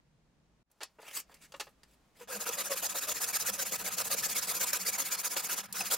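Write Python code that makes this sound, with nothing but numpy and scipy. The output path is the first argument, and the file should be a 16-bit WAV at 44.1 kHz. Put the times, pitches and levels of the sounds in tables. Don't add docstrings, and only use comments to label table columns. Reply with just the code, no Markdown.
import sys
import numpy as np
from scipy import signal
from scipy.fft import rfft, irfft
from scipy.io import wavfile
from scipy.ndimage import uniform_filter1d

SR = 44100
rng = np.random.default_rng(int(sys.argv[2]) if len(sys.argv) > 2 else 0)


def store_pcm(level_fs):
    pcm = np.round(np.clip(level_fs, -1, 1) * 32767).astype(np.int16)
    wavfile.write(sys.argv[1], SR, np.atleast_2d(pcm).T)


N = 263277
TIME, FREQ = np.arange(N) / SR, np.fft.rfftfreq(8192, 1 / SR)
CENTRE = np.array([[1], [0]])
BAND_LIMIT_HZ = 15900
CYCLE_S, PULL_S = .124, .064

# (start [s], push level [dB], pull level [dB])
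STROKES = [(2.274, -43, -43), (2.455, -36.5, -40.5), (2.571, -35.5, -40.5), (2.695, -38, -39),
           (2.817, -34, -40.5), (2.943, -35, -40), (3.069, -36, -41.5), (3.201, -35, -39),
           (3.326, -34.5, -36), (3.446, -34.5, -40.5), (3.578, -36, -40), (3.709, -34, -42),
           (3.838, -36.5, -41.5), (3.966, -34.5, -40), (4.095, -34, -37.5), (4.222, -33, -36.5),
           (4.344, -32.5, -39), (4.469, -34, -36.5), (4.595, -32, -35.5), (4.719, -34, -40.5),
           (4.849, -33.5, -38.5), (4.975, -35, -38), (5.102, -35.5, -39.5), (5.23, -36, -39),
           (5.355, -36, -40), (5.484, -35.5, -39.5), (5.62, -52.5, -69), (5.737, -38.5, -40),
           (5.9, -31.5, -51)]
# (frequency [Hz], width [Hz], lift [dB])
SAW_MODES = [(538.0, 202.4, 9.1), (753.0, 78.2, 4.6), (990.0, 75.9, 4.1), (1313.0, 222.0, 4.9),
             (1658.0, 218.5, 4.0), (2347.0, 73.6, 1.4), (2519.0, 180.5, 3.3), (3423.0, 117.3, 5.7),
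             (3875.0, 177.1, 5.0), (4414.0, 222.0, 4.3), (4931.0, 219.6, 6.6), (5211.0, 138.0, 5.7),
             (5447.0, 179.4, 1.4), (6158.0, 219.6, 4.8), (6610.0, 100.0, 7.0), (6869.0, 200.0, 8.6),
             (7579.0, 222.0, 7.3), (7924.0, 171.4, 6.6), (8462.0, 150.6, 3.8), (8699.0, 118.4, 3.8),
             (9345.0, 186.3, 7.5), (9603.0, 135.7, 3.3), (9948.0, 105.8, 2.1), (10249.0, 212.7, 6.4),
             (10551.0, 222.0, 5.0), (11197.0, 222.0, 6.5), (11391.0, 74.8, 7.5), (11950.0, 208.2, 3.0),
             (13178.0, 222.0, 3.2), (14857.0, 222.0, 5.7)]
# (frequency [Hz], width [Hz], lift [dB])
KNOCK_MODES = [(560, 130, 6), (850, 160, 2), (1300, 200, 3), (1760, 140, 7), (2780, 220, 8), (4650, 500, 5)]


def gain_of(db):
    return 10 ** (np.asarray(db) / 20)


def unit_rms(x):
    return x / np.sqrt(np.mean(x ** 2) + 1e-20)


def spectrum(points, hz=FREQ):
    f, value = np.transpose(points)
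    return np.interp(np.log(hz + 1), np.log(f + 1), value)


def curves(rows):
    s, *columns = np.transpose(rows)
    return [np.interp(TIME, s, c) for c in columns]


def peaks_db(modes):
    return sum(db / (1 + (2 * (FREQ - hz) / width) ** 2) ** 2 for hz, width, db in modes)


def band_db(hz, half_width_hz):
    return -20 * np.log10(1 + ((FREQ - hz) / half_width_hz) ** 2)


def crossover(db, hz):
    ratio = (FREQ / hz) ** 8 + 1e-10
    return db - 10 * np.log10(1 + ratio), db - 10 * np.log10(1 + 1 / ratio)


def ring(x, db):
    log_gain = np.log(gain_of(np.maximum(db, db.max() - 90)))
    mirrored = np.concatenate([log_gain, log_gain[-2:0:-1]])
    taps = np.fft.ifft(np.exp(np.conj(signal.hilbert(mirrored)))).real[:len(FREQ)]
    return signal.oaconvolve(x, taps[None] / np.linalg.norm(taps), axes=1)[:, :N]


def noise():
    return rng.standard_normal((2, N))


def waver(hz):
    rolloff = 1 + (np.fft.rfftfreq(N, 1 / SR) / hz) ** 4
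    return unit_rms(irfft(rfft(rng.standard_normal(N)) / rolloff, N))


def grains(per_s, spread_db):
    size = gain_of(spread_db * np.minimum(rng.exponential(1, N), 4))
    return unit_rms(noise() * size * (rng.random(N) < per_s / SR))


def moving_contact(x, depth_db):
    z = signal.stft(x, SR, nperseg=256, noverlap=192)[2]
    patches = uniform_filter1d(rng.standard_normal(z.shape[1:]), 3, axis=0)
    patches = uniform_filter1d(patches, 15, axis=1)
    flare = unit_rms(gain_of(depth_db * unit_rms(patches)))
    return signal.istft(z * flare, SR, nperseg=256, noverlap=192)[1][:, :N]


def spread(x, width):
    mid, side = x
    side = irfft(rfft(side) * gain_of(spectrum(width, np.fft.rfftfreq(N, 1 / SR))), N)
    return np.array([mid + side, mid - side])


def room_tone(drone_hz=150, drone_db=-73.5, drone_end_s=.63):
    # (frequency [Hz], level [dB])
    colour = [(20, -10), (60, 3.5), (90, -14), (150, -1), (260, -7), (450, -13), (1200, -19.5), (3000, -26),
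              (7000, -31), (15000, -47)]
    # (time [s], level [dB])
    level = [(0, -72.5), (.628, -72), (.634, -102), (.67, -86), (.71, -81), (1.3, -70), (2.2, -70.5),
             (5.97, -85)]
    drone = ring(noise(), band_db(drone_hz, half_width_hz=26)) * (TIME < drone_end_s)
    rush = ring(noise(), spectrum(colour))
    return gain_of(curves(level)[0]) * rush + gain_of(drone_db) * drone


def workshop(x):
    # (frequency [Hz], reverberation time [s])
    t60 = [(200, 0.11), (1000, 0.11), (5000, 0.13), (15000, 0.038)]
    n = SR // 2
    reflections = rng.standard_normal((2, n)) * (rng.random((2, n)) < .1) * (TIME[:n] > .004)
    hz, t, z = signal.stft(reflections, SR, nperseg=256)
    tail = signal.istft(z * gain_of(-60 * t / spectrum(t60, hz)[:, None]), SR, nperseg=256)[1]
    return signal.fftconvolve(x, tail / np.linalg.norm(tail[0]), axes=1)[:, :N]


def rustle(level_db=-78, uneven_db=1.0, start_s=.7, end_s=2.25):
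    colour = spectrum([(30, 10), (90, 10), (200, -15), (500, 13), (2500, 2), (7000, -2.5), (15000, -8)])
    rubbing = noise() * gain_of(level_db + uneven_db * waver(36))
    return ring(rubbing * (TIME > start_s) * (TIME < end_s), colour)


def slides(fall_db=16):
    # (peak time [s], swell [s], fade [s], level [dB], treble lift [dB])
    drags = [(1.075, 0.066, 0.072, -52, -2.5), (1.173, 0.043, 0.039, -47, 9.5),
             (1.325, 0.042, 0.073, -62, -5), (1.442, 0.038, 0.027, -57.5, 0.5),
             (1.65, 0.17, 0.062, -76, 11), (1.93, .08, 0.045, -76, 2), (2.179, 0.026, 0.049, -62, -1),
             (2.219, 0.021, 0.029, -56, 1.5)]
    body, treble = np.zeros((2, N))
    for s, swell, fade, db, treble_db in drags:
        away = np.maximum((s - TIME) / swell, (TIME - s) / fade)
        level = gain_of(db - fall_db * away ** 1.9)
        body += level
        treble += level * gain_of(treble_db)
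    grit = unit_rms((noise() + 0.27 * grains(900, spread_db=3.0)) * gain_of(2.9 * waver(51)))
    colour = spectrum([(100, -16), (300, 9.5), (550, 5.5), (1200, 5.5), (1700, 10), (2300, 12),
                       (4300, 4), (6500, 10), (11000, 7), (15500, 4)])
    low, high = crossover(colour + .5 * peaks_db(SAW_MODES) + .5 * peaks_db(KNOCK_MODES), hz=4080)
    return moving_contact(ring(grit * body, low) + ring(grit * treble, high), depth_db=3.2)


def knocks(t60_s=0.034):
    # (time [s], level [dB], clatter length [s], treble tilt [dB/octave])
    impacts = [(.714, -63, .0034, 18), (.806, -48.5, 0.016, -1), (.813, -45, 0.016, 0),
               (0.832, -37, 0.0028, 7), (.986, -52, 0.014, -15), (1.028, -52.5, 0.0053, -3),
               (1.295, -57, 0.0034, -14), (1.342, -55, 0.0045, 11), (1.521, -50, 0.0028, 3.5),
               (1.54, -45, 0.0089, -4), (1.598, -37, 0.015, 4), (1.669, -54, 0.011, -5),
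               (1.833, -55, 0.002, 5), (4.982, -34, 0.0051, 23), (5.365, -32, 0.0052, 0.5),
               (5.726, -31, 0.0015, 16.5)]
    # (frequency [Hz], level [dB])
    colour = [(60, -51), (200, -15.5), (330, 6.5), (600, 7), (1000, 8), (1800, 4.5), (3000, 3.5),
              (4500, 1.5), (9000, -8.5), (15500, -24)]
    out, t = np.zeros((2, N)), TIME[:SR // 5]
    octaves = np.log2(1 + (FREQ / 1300) ** 2) / 2
    for s, db, length, tilt_db in impacts:
        modes = np.array(KNOCK_MODES) * (1 + rng.standard_normal((len(KNOCK_MODES), 3)) * [.02, 0, .3])
        contacts = rng.standard_normal((2, len(t))) * gain_of(-60 * np.maximum(t - length, 0) / t60_s)
        knock = gain_of(db) * ring(contacts, spectrum(colour) + tilt_db * octaves + peaks_db(modes))
        span = out[:, round(s * SR):][:, :knock.shape[1]]
        span += knock[:, :span.shape[1]]
    return out


def pipe_boom(hz=191, half_width_hz=22, swell_s=0.021, boom_db=-1, shudder_db=-2):
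    # (time [s], relative hum level [dB], relative shudder level [dB])
    shaking = [(2.15, -76, -102), (2.35, -67, -74), (3.0, -65.5, -67.5), (3.35, -65.5, -65),
               (4.1, -59, -61.5), (4.7, -65.5, -65.5), (5.3, -63.5, -74), (5.97, -62, -64)]
    # (time [s], relative level [dB])
    booms = [(2.375, -49.5), (3.44, -55), (3.52, -52.5), (3.84, -49.5), (3.96, -55.5), (4.49, -57),
             (4.61, -56), (4.831, -56), (4.94, -58), (5.44, -59), (5.71, -55.5), (5.809, -52)]
    hum_db, shake_db = curves(shaking)
    swells = sum(gain_of(db) * np.exp(-((TIME - s) / swell_s) ** 2) for s, db in booms)
    cycles = np.cumsum(hz + .5 * half_width_hz * waver(19.2)) / SR
    note = np.sqrt(2) * np.cos(2 * np.pi * cycles) * CENTRE
    hum = ring(noise(), band_db(hz, half_width_hz)) * gain_of(hum_db)
    dull = spectrum([(15, -11), (50, -5.5), (85, -6), (120, -1.5), (230, -8), (1000, -86)])
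    shudder = ring(noise(), dull) * gain_of(shake_db + shudder_db)
    return (gain_of(boom_db) * (hum + swells * note) + shudder) * (TIME > shaking[0][0])


def faint_squeaks(low_hz=1165, high_hz=2433, half_length_s=0.022, relative_db=-9):
    return [(s + (CYCLE_S - PULL_S) * (0.28 + 0.22 * when), half_length_s,
             low_hz * (high_hz / low_hz) ** pitch, push_db + relative_db)
            for (s, push_db, _), (when, pitch) in zip(STROKES, rng.random((len(STROKES), 2)))]


def chatter(level_db=-1, db_per_octave=-9, wobble=0.0358, sag=0.0782, uneven_db=4.0):
    # (centre time [s], half-length [s], slip rate [Hz], relative level [dB])
    bursts = [(2.222, .025, 490, -50), (2.328, 0.053, 512, -43), (2.489, 0.037, 1320, -39.5),
              (2.493, 0.011, 474, -33.5), (2.59, .037, 557, -40), (2.723, 0.038, 541.3, -34),
              (2.964, .03, 567, -40), (3.098, .035, 590, -42.5), (3.302, 0.033, 742, -45.5),
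              (3.594, 0.028, 576, -46.5), (3.723, 0.028, 524, -49), (3.742, 0.03, 1203, -49),
              (4.885, .025, 2323, -41), (4.944, 0.032, 2178, -41.5), (4.875, .022, 4720, -31),
              (5.815, 0.018, 2520, -35), (5.806, 0.044, 5190, -37), (5.819, .027, 745, -42)]
    out, drift = np.zeros(N), 1 + wobble * waver(127)
    for s, half_length, hz, db in bursts + faint_squeaks():
        active = abs(TIME - s) < half_length
        progress = (TIME[active] - s) / half_length
        cycles = np.cumsum(hz * drift[active] * (1 - sag * progress)) / SR
        buzz = sum(gain_of(db_per_octave * np.log2(k)) * np.cos(2 * np.pi * k * cycles)
                   for k in range(1, 7) if k * hz < BAND_LIMIT_HZ)
        out[active] += gain_of(db + level_db) * np.cos(np.pi * progress / 2) ** 2 * buzz
    out *= gain_of(uneven_db * waver(89))
    return np.array([out, 0.34 * signal.hilbert(out).imag])


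def stroke_motion(skate_s=0.014, skate_db=5.5, catch_s=0.0058, snag_s=0.0042, kick_db=2.5, kick_s=0.004):
    # (share of the stroke [0-1], level [dB])
    push = [(0, -7.5), (.1, -1), (.25, 1), (.5, 1), (.7, 2), (.82, -0.5), (1, -21)]
    pull = [(0, -9), (.12, -6), (.33, -0.5), (.62, -3), (.8, -5.5), (1, -19)]
    # (time [s], extra force [dB])
    snags = [(2.49, 8), (3.461, 3), (3.722, 9.5), (3.982, 5), (4.114, 8.5), (4.731, 17), (4.984, 10),
             (5.11, 0), (5.369, 12.5)]
    start, push_db, pull_db = np.transpose(STROKES)
    end = np.append(start[1:], start[-1] + CYCLE_S)
    turns = np.append(np.column_stack([start, end - PULL_S]), end[-1])
    count = np.interp(TIME, turns, np.arange(len(turns)))
    stroke, along = count.astype(int), count % 1
    pulling = stroke % 2
    since_catch = TIME - turns[stroke] - skate_s
    arm_db = np.where(pulling, np.interp(along, *np.transpose(pull)),
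                      np.interp(along, *np.transpose(push)))
    caught_db = skate_db * .5 * np.tanh(since_catch / catch_s)
    build_db = 199 * (np.diff(turns)[stroke] - PULL_S) * (along - .5)
    snag_db = sum(db * (TIME > s) * np.exp(-abs(TIME - s) / snag_s) for s, db in snags)
    force = gain_of(arm_db + caught_db + build_db + snag_db) * (TIME > start[0])
    stroke_power = np.bincount(stroke, force ** 2) / np.maximum(np.bincount(stroke, force > 0), 1)
    force /= np.sqrt(stroke_power + 1e-12)[stroke]
    effort_db = np.column_stack([push_db, pull_db]).ravel()[stroke]
    blade_drive = uniform_filter1d(force * gain_of(effort_db), size=80)
    jolt_db = kick_db * (1 - pulling) * np.exp(-(since_catch / kick_s) ** 2)
    pipe_db = -44.5 + 0.53 * (effort_db + 35) + jolt_db
    pipe_drive = uniform_filter1d(force ** 0.45 * gain_of(pipe_db), size=80)
    speed = np.sin(np.pi * along) ** .8
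    return blade_drive, pipe_drive, speed, pulling


def hollow_resonance(x, pulling, hz=560, width_hz=260, push_db=1, pull_db=-5.5):
    # (time [s], lift [dB])
    lift = [(2.3, 2), (2.8, 3.5), (3.3, -4.5), (4.0, 2.5), (4.8, -4), (5.5, -4), (5.97, -1.5)]
    band = signal.lfilter(*signal.iirpeak(hz, hz / width_hz, fs=SR), x)
    lift_db = curves(lift)[0] + np.where(pulling, pull_db, push_db)
    return x + (gain_of(lift_db) - 1) * band


def tooth_note(teeth, level_db=-9, patchy_db=5):
    note = unit_rms(np.cos(2 * np.pi * teeth) * gain_of(patchy_db * np.tanh(waver(25))))
    return gain_of(level_db) * note * CENTRE


def sawing(rub=0.95, chips=0.44, pipe_ticks=0.18, blade_ticks=0.23, pipe_db=0.5, blade_db=-0.68):
    # (time [s], rate [Hz])
    tooth_rate = [(2.3, 1600), (2.6, 1913), (3.3, 1940), (4.0, 2102), (4.85, 2382), (5.97, 2135)]
    # (frequency [Hz], level [dB])
    colour = [(100, -24.5), (280.0, -9), (450.0, -6), (800.0, -4), (1200.0, -2), (2000.0, -5),
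              (2700.0, -1.6), (3150.0, -5), (4500.0, 0.5), (6500.0, 3), (8300.0, -0.5), (11000.0, 1),
              (13000.0, 3.5), (15600, -1)]
    blade_drive, pipe_drive, speed, pulling = stroke_motion()
    jitter = 1 + .015 * waver(150)
    teeth = np.cumsum(curves(tooth_rate)[0] * (.1 + .9 * speed) * jitter) / SR
    tick = np.diff(np.floor(teeth), prepend=0)
    tick = unit_rms(tick - uniform_filter1d(tick, size=100)) * CENTRE
    puffs = np.exp(-(teeth % 1) / 0.11)
    tearing = unit_rms(unit_rms((rub + puffs) * noise()) + chips * grains(2500, spread_db=-3))
    grip = gain_of(1.18 * waver(52))
    low, high = crossover(spectrum(colour) + peaks_db(SAW_MODES), hz=2970)
    pipe = ring(unit_rms(grip * (tearing + pipe_ticks * tick)) * pipe_drive, low)
    pipe += tooth_note(teeth) * pipe_drive * speed
    blade = ring(unit_rms(grip * (tearing + blade_ticks * tick)) * blade_drive, high)
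    cut = gain_of(pipe_db) * hollow_resonance(pipe, pulling) + gain_of(blade_db) * blade
    return moving_contact(cut, depth_db=3.0)


def scene(saw_room_db=-15.5, bench_room_db=-11):
    # (frequency [Hz], side gain [dB])
    saw_width = [(60, 2), (190, -11), (340, 5.5), (440, -3), (550, -6), (780, -8.5), (1170, 1),
                 (1650, -9.5), (1900, 0.5), (2650, -29.5), (3500, -10.5), (4200, -10), (5600, -4.5),
                 (6200, 2), (9800, -3), (15000, -4)]
    bench_width = [(60, -10), (150, -12), (380, -28.5), (950, -30.5), (2380, -21.5), (5980, -7),
                   (15000, -0.5)]
    room_width = [(60, -11), (180, -12), (550, -4), (1650, -3), (4970, -0.5), (15000, -1)]
    bumps, cutting = knocks(), TIME > STROKES[0][0]
    near = sawing() + chatter() + bumps * cutting
    far = slides() + rustle() + bumps * ~cutting
    saw = near + gain_of(saw_room_db) * workshop(near) + pipe_boom()
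    bench = far + gain_of(bench_room_db) * workshop(far)
    return spread(saw, saw_width) + spread(bench, bench_width) + spread(room_tone(), room_width)


def record(dry):
    taps = signal.firwin(511, BAND_LIMIT_HZ, window=("kaiser", 9), fs=SR)
    return signal.oaconvolve(dry, taps[None], "same")


dry = scene()
out = record(dry)
store_pcm(out)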